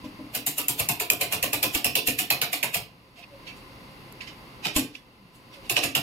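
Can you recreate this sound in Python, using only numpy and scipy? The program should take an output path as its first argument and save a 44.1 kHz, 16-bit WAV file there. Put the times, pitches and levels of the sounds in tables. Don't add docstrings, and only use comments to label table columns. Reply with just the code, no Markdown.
import sys
import numpy as np
from scipy import signal
from scipy.fft import rfft, irfft, next_fast_len
from scipy.io import wavfile
from scipy.ndimage import uniform_filter1d, minimum_filter1d

SR = 44100
rng = np.random.default_rng(int(sys.argv[2]) if len(sys.argv) > 2 else 0)


def transcribe(u):
    v = np.clip(np.atleast_2d(u).T, -1, 1)
    q = np.round(v * 32767).astype(np.int16)
    wavfile.write(sys.argv[1], SR, q)


N = 265658

# centre in Hz at neutral grip, width in Hz, relative level in dB.
HANDLE_MODES = [(1874, 450, -11), (2180, 270, -11.5), (2353, 380, -10.5), (2547, 130, -5.5),
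                (2684, 380, -2.5), (3520, 1020, -8.5), (4440, 180, -10), (5230, 1180, -10)]

SIZE = 2 ** 14
AGE = np.arange(SIZE) / SR
HZ = np.maximum(np.fft.rfftfreq(SIZE, 1 / SR), 1)
LEAD = .04


def undb(db):
    return 10 ** (np.asarray(db) / 20)


def add(out, s, x):
    i = max(int(s * SR), 0)
    out[:, i:i + x.shape[-1]] += x[..., :N - i]


def level(x, db, span=.055):
    return x * undb(db) / np.sqrt(np.mean(x ** 2) * x.shape[-1] / (span * SR))


def colour(x, points, power=1):
    hz, db = np.transpose(points)
    size = next_fast_len(x.shape[-1])
    f = np.maximum(np.fft.rfftfreq(size, 1 / SR), 1)
    gain = undb(power * np.interp(np.log(f), np.log(hz), db))
    return irfft(rfft(x, size) * gain, size)[..., :x.shape[-1]]


def chisel(splinter_db=3.5, splinter_spread_db=3, splinter_s=0.031, count=4):
    # peak time in s, build-up in s, strength in dB, blade minus handle in dB.
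    strokes = [(0.352, 0.0078, -32.5, 0.5), (0.466, 0.0022, -29.5, 7.5), (0.584, 0.0087, -30.5, 3.5),
               (0.686, 0.00061, -30, 7.5), (0.797, 0.0097, -29.5, 2.5), (0.889, 0.00075, -28, 3),
               (1.001, .003, -31, 1), (1.103, 0.00089, -28, 3), (1.214, 0.0066, -28.5, -1.5),
               (1.3263, 0.007, -29, -1), (1.428, 0.0011, -28, 0), (1.533, 0.0039, -29, 0),
               (1.63, 0.0034, -26.3, -0.5), (1.75, .01, -28.5, -0.5), (1.846, 0.00057, -26.5, -1.5),
               (1.955, 0.00032, -26, -2.5), (2.075, 0.0074, -26.5, 0.5), (2.19, 0.0056, -28, 1),
               (2.304, 0.00024, -25.5, -2), (2.417, 0.0016, -28.5, -2.5), (2.532, 0.0059, -30.5, -1),
               (2.63, 0.0011, -29, -2.5), (2.746, 0.0079, -29.5, -0.5), (4.654, .01, -34, -12.5),
               (4.765, 0.0071, -27, 2), (5.698, 0.0024, -29, -1), (5.768, 0.0055, -29.5, -12.5),
               (5.837, 0.0081, -29.5, -3), (5.952, 0.00096, -27, -3.5)]
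    # centre in Hz, width in Hz, relative level in dB.
    door_modes = [(134.3, 37, -5.5), (290, 42, -3.5), (445.4, 24, -0.5), (530, 200, -3.5), (607, 23, -8.5),
                  (709.3, 38, 4.5), (854, 31, -5), (987, 130, -7.5), (1165, 360, -8)]
    fall_s, fall_per_build = 0.0021, 0.11
    drag_db, drag_fall_s = -11.5, 0.033

    out = np.zeros((2, N))
    boom = body(door_modes, low_hz=77.7, high_hz=360)
    clack = body(door_modes, low_hz=466, high_hz=1900)
    drag = body(HANDLE_MODES, low_hz=3000, high_hz=8000)
    for s, build, db, steel_db in strokes:
        boom_db, clack_db, handle_db, blade_db, snap_db = stroke_levels(s, build, db, steel_db)
        start, fall = s - LEAD, fall_s + fall_per_build * build
        handle, blade, lead = tool_at(s)

        blade_ring = ring(struck(blade, build, focus=.05), build, fall, t60=0.2, swell=0.0011)
        add(out, start - .001, level(blade_ring, blade_db - 2.0))
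        handle_ring = ring(struck(handle, build), build, fall, t60=0.29, swell=0.00063)
        add(out, start - .001, level(handle_ring, handle_db - 2.0))

        door_clack = ring(struck(clack, build, focus=0.17), 1.24 * build, 0.95 * fall, t60=0.27, swell=0.00022)
        add(out, start + 0.003116, level(door_clack, clack_db))
        door_boom = ring(boom, .5 * build, 0.78 * fall, t60=0.4, swell=0.0014)
        add(out, start + 0.00702, level(door_boom, boom_db))

        shaving = ring(drag, build, drag_fall_s, t60=0.13, swell=0.0028)
        add(out, start, level(shaving, db + drag_db))

        tool = undb(handle_db + 5.5) * handle + undb(blade_db) * blade
        add(out, start, snap(tool, snap_db, length=0.0015 + 0.24 * build, lead=lead))
        for when, size in zip(rng.random(count), rng.standard_normal(count)):
            loud_db = max(handle_db, blade_db) + splinter_db + splinter_spread_db * size - 6 * when
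            splinter = snap(tool, loud_db, length=0.00015, lead=lead, focus=0.34)
            add(out, start + .004 + splinter_s * when, splinter)
    return out


def stroke_levels(s, build, db, steel_db):
    # time in s, boom over the stroke in dB, clack over the handle share in dB.
    door_give = [(.35, -12, -9.5), (.88, -7.5, -4), (1.15, -11.5, -6.5), (1.549, -8, -6),
                 (2.08, -11, -13.5), (2.38, -14, -7), (2.75, -11.5, -7.5), (4.76, -4.5, -9),
                 (5.7, -8, -8.5)]
    snap_over_db, abrupt_db, abrupt_s = 9, 4, 0.0027

    times, boom_db, clack_db = np.transpose(door_give)
    handle_db, blade_db = db - steel_db / 2, db + steel_db / 2
    snap_db = db + snap_over_db + abrupt_db * np.exp(-build / abrupt_s)
    boom_db = db + np.interp(s, times, boom_db)
    clack_db = handle_db + np.interp(s, times, clack_db)
    return boom_db, clack_db, handle_db, blade_db, snap_db


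def tool_at(s):
    # centre in Hz, width in Hz, relative level in dB.
    blade_modes = [(7160, 180, 2), (7850, 120, -19), (7770, 2900, -3.5), (8800, 70, -20), (9730, 660, 0.5),
                   (12260, 2860, -4), (13160, 550, 3), (13740, 600, 0.5), (15460, 760, -21)]
    # time in s, pitch ratio.
    grip = [(.4, 1.065), (1.15, 0.94), (1.9, 1.025), (2.3, 0.97), (5.8, 1.04)]
    # time in s, lead of the right ear in s, upper edge of the blade's ring in Hz.
    listener = [(2.9, .00009, 18000), (3.3, -.00009, 12000)]

    times, leads, edges_hz = np.transpose(listener)
    pitch = np.interp(s, *np.transpose(grip))
    gripped = [(hz * pitch, width, db) for hz, width, db in HANDLE_MODES]
    handle = body(gripped, low_hz=1480, high_hz=6720)
    blade = body(blade_modes, low_hz=5360, high_hz=np.interp(s, times, edges_hz))
    return handle, blade, np.interp(s, times, leads)


def body(modes, low_hz, high_hz):
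    power = sum(undb(db) ** 2 / (1 + (2 * (HZ - hz) / width) ** 2) for hz, width, db in modes)
    power = power / (1 + (low_hz / HZ) ** 6) / (1 + (HZ / high_hz) ** 8) + 1e-9
    cepstrum = irfft(np.log(power))
    cepstrum[0] /= 2
    cepstrum[SIZE // 2:] = 0
    return np.exp(rfft(cepstrum))


def struck(response, build, focus=0.48, brisk_s=0.0042):
    return response * np.abs(response) ** (focus * np.exp(-build / brisk_s))


def ring(response, build, fall, t60, swell, grain_db=4):
    late = AGE - LEAD
    snaps, sizes = rng.standard_normal((2, SIZE))
    envelope = np.exp(np.minimum(late / max(build, 1 / SR), -late / fall))
    force = snaps * undb(grain_db * sizes) * envelope
    room = diffuse(SIZE) * -np.expm1(-AGE / swell) * undb(-60 * AGE / t60)
    return irfft(rfft(force) * rfft(room) * response)


def diffuse(size):
    # frequency in Hz, side minus mid in dB.
    width_outline = [(40, -4.5), (125, -18), (300, -9.5), (650, -9.5), (1200, 1), (2500, 0), (5000, 0),
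                     (8000, -20), (14000, -5.5)]
    mid, side = rng.standard_normal((2, size))
    side = colour(side, width_outline)
    return np.array([mid + side, mid - side])


def snap(response, db, length, lead, window=0.0011, focus=1.0):
    force = rng.standard_normal(SIZE) * np.exp(-((AGE - LEAD) / length) ** 2)
    heard = rfft(force) * response * np.abs(response) ** focus
    left = heard * np.exp(-2j * np.pi * HZ * lead)
    x = irfft([left, heard])
    loudest = np.sqrt(uniform_filter1d(x[1] ** 2, int(window * SR)).max())
    return x * undb(db) / loudest


def touches():
    # peak time in s, build-up in s, handle level in dB.
    soft_touches = [(0.047, 0.0094, -52.5), (3.192, 0.036, -51.5), (3.476, 0.008, -42), (3.57, .017, -59),
                    (4.212, 0.0038, -43), (4.277, 0.0071, -44.5), (4.952, 0.014, -49.5),
                    (5.354, 0.016, -64), (5.54, 0.012, -51), (5.659, 0.02, -52.5)]
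    # peak time in s, length in s, level in dB, steel over handle response in dB.
    dry_ticks = [(0.684, 0.0014, -14.5, 0), (1.102, 0.0011, -9, -6.5), (3.235, 0.015, -42, -42),
                 (4.125, 0.00048, -41, 1), (4.21, .004, -32.5, -27), (4.954, 0.0031, -33, -20),
                 (5.767, 0.0014, -11.5, -10.5)]
    whisper_db = -63.5

    out = np.zeros((2, N))
    for s, build, handle_db in soft_touches:
        handle, blade, _ = tool_at(s)
        wood = ring(handle, build, fall=0.002, t60=0.21, swell=0.00025)
        add(out, s - LEAD, level(wood, handle_db))
        steel = ring(blade, build, fall=.0021, t60=0.22, swell=.001)
        add(out, s - LEAD, level(steel, whisper_db))
    for s, length, db, steel_db in dry_ticks:
        handle, blade, lead = tool_at(s)
        tool = handle + undb(steel_db) * blade
        add(out, s - LEAD, snap(tool, db, length, lead=lead, focus=0.93))
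    return out


def knocks(detune=0.012, thud_hz=58, thud_t60=.08):
    # start in s, boom level in dB, thud level in dB.
    leaf_knocks = [(0.039, -38, -71), (.19, -40, -69), (0.249, -49, -68), (0.372, -44.5, -62),
                   (1.43, -48, -52), (1.751, -44.5, -44), (2.08, -34.5, -49), (4.761, -25.5, -37.5),
                   (5.841, -38, -56)]
    # nominal pitch in Hz, relative level in dB, time to fall 60 dB in s.
    leaf_modes = [(88, -10.5, 0.098), (136.4, -15.5, .2), (218.3, -8, 0.24), (261.2, -1, 0.27),
                  (297, -2, 0.28), (503, -17, 0.32), (603, -10, 0.15), (1014, -6.5, 0.068)]

    out = np.zeros((2, N))
    for s, boom_db, thud_db in leaf_knocks:
        tuning = 1 + detune * rng.standard_normal(len(leaf_modes))
        boom = np.zeros(SIZE)
        for (hz, db, t60), ratio in zip(leaf_modes, tuning):
            boom += undb(db - 60 * AGE / t60) * np.sin(2 * np.pi * hz * ratio * AGE)
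        boom *= -np.expm1(-AGE / 0.0052)
        thud = undb(-60 * AGE / thud_t60) * np.sin(2 * np.pi * thud_hz * AGE)
        add(out, s, level(boom, boom_db) + level(thud, thud_db))
    return out


def tones():
    # start in s, length in s, start pitch in Hz, end pitch in Hz, level at the crest of the swell in dB.
    faint_tones = [(3.16, 0.081, 690, 690, -54), (3.3, 0.091, 580, 546, -46.5),
                   (5.13, 0.203, 228, 155, -55), (5.55, 0.07, 562, 550, -50.5)]
    out = np.zeros((2, N))
    for s, length, start_hz, end_hz, db in faint_tones:
        size = int(length * SR)
        waver = .035 * np.interp(np.arange(size) / SR, np.arange(100) / 100, rng.standard_normal(100))
        hz = np.linspace(start_hz, end_hz, size) * (1 + waver)
        tone = np.sin(2 * np.pi * np.cumsum(hz) / SR)
        add(out, s, np.sqrt(2) * undb(db) * np.hanning(size) * tone)
    return out


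def room_tone(hum_hz=121, hum_over_low_db=-10, split_hz=1500):
    # frequency in Hz, relative density in dB per Hz.
    air_outline = [(18, -41), (30, -3), (86, -5.5), (118, -2.5), (239, -2), (384, -7), (512, -14),
                   (632, -12.5), (1040, -11.5), (1670, -18.5), (2060, -18), (4530, -16.5), (7670, -30.5),
                   (10800, -25), (16000, -36)]
    # centre in Hz, width in Hz, lift in dB.
    air_peaks = [(525, 57, 9.5), (1023, 44, 9), (2076, 360, 8.5), (2710, 390, 8.5), (4650, 480, 3.5),
                 (13400, 4000, 4.5)]
    low_db, high_db = -48, -53

    t = np.arange(N) / SR
    f = np.fft.rfftfreq(N, 1 / SR)
    lift_db = sum(db / (1 + (2 * (f - hz) / width) ** 2) for hz, width, db in air_peaks)
    air = rfft(colour(diffuse(N), air_outline)) * undb(lift_db)
    below = 1 / (1 + (f / split_hz) ** 6)
    low = level(irfft(air * below, N), 0, N / SR)
    high = level(irfft(air * (1 - below), N), 0, N / SR)
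    hum = undb(hum_over_low_db) * np.sqrt(2) * np.sin(2 * np.pi * hum_hz * t)
    return (low + hum) * undb(low_db) + high * undb(high_db)


def ducking(work):
    above_db, depth_db = -31, 8
    hold_s, recover_db_per_s = 0.38, 24

    power = np.abs(uniform_filter1d(np.mean(work ** 2, axis=0), SR // 40))
    excess_db = np.maximum(10 * np.log10(power + 1e-12) - above_db, 0)
    half = int(hold_s * SR / 2)
    held_db = -minimum_filter1d(-excess_db, 2 * half + 1, origin=half, mode="constant")
    ramp_db = recover_db_per_s * np.arange(N) / SR
    drop_db = np.maximum.accumulate(held_db + ramp_db) - ramp_db
    return undb(-np.minimum(drop_db, depth_db))


def scene(aim=0.61):
    # frequency in Hz, lean to the left in dB before that scaling.
    lean = [(50, 10.5), (130, 1.5), (400, 1.5), (1200, 1), (2400, -7.5), (4400, -4), (8000, 0), (14000, 3)]
    left, right = chisel() + touches() + knocks()
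    work = np.array([colour(left, lean, power=aim), colour(right, lean, power=-aim)])
    return work + tones() + room_tone() * ducking(work)


def record(dry):
    top_hz = 15800
    rounded = .8 * np.tanh(dry / .8)
    low_pass = signal.ellip(10, .2, 70, top_hz, fs=SR, output="sos")
    return signal.sosfilt(low_pass, rounded)


dry = scene()
out = record(dry)
transcribe(out)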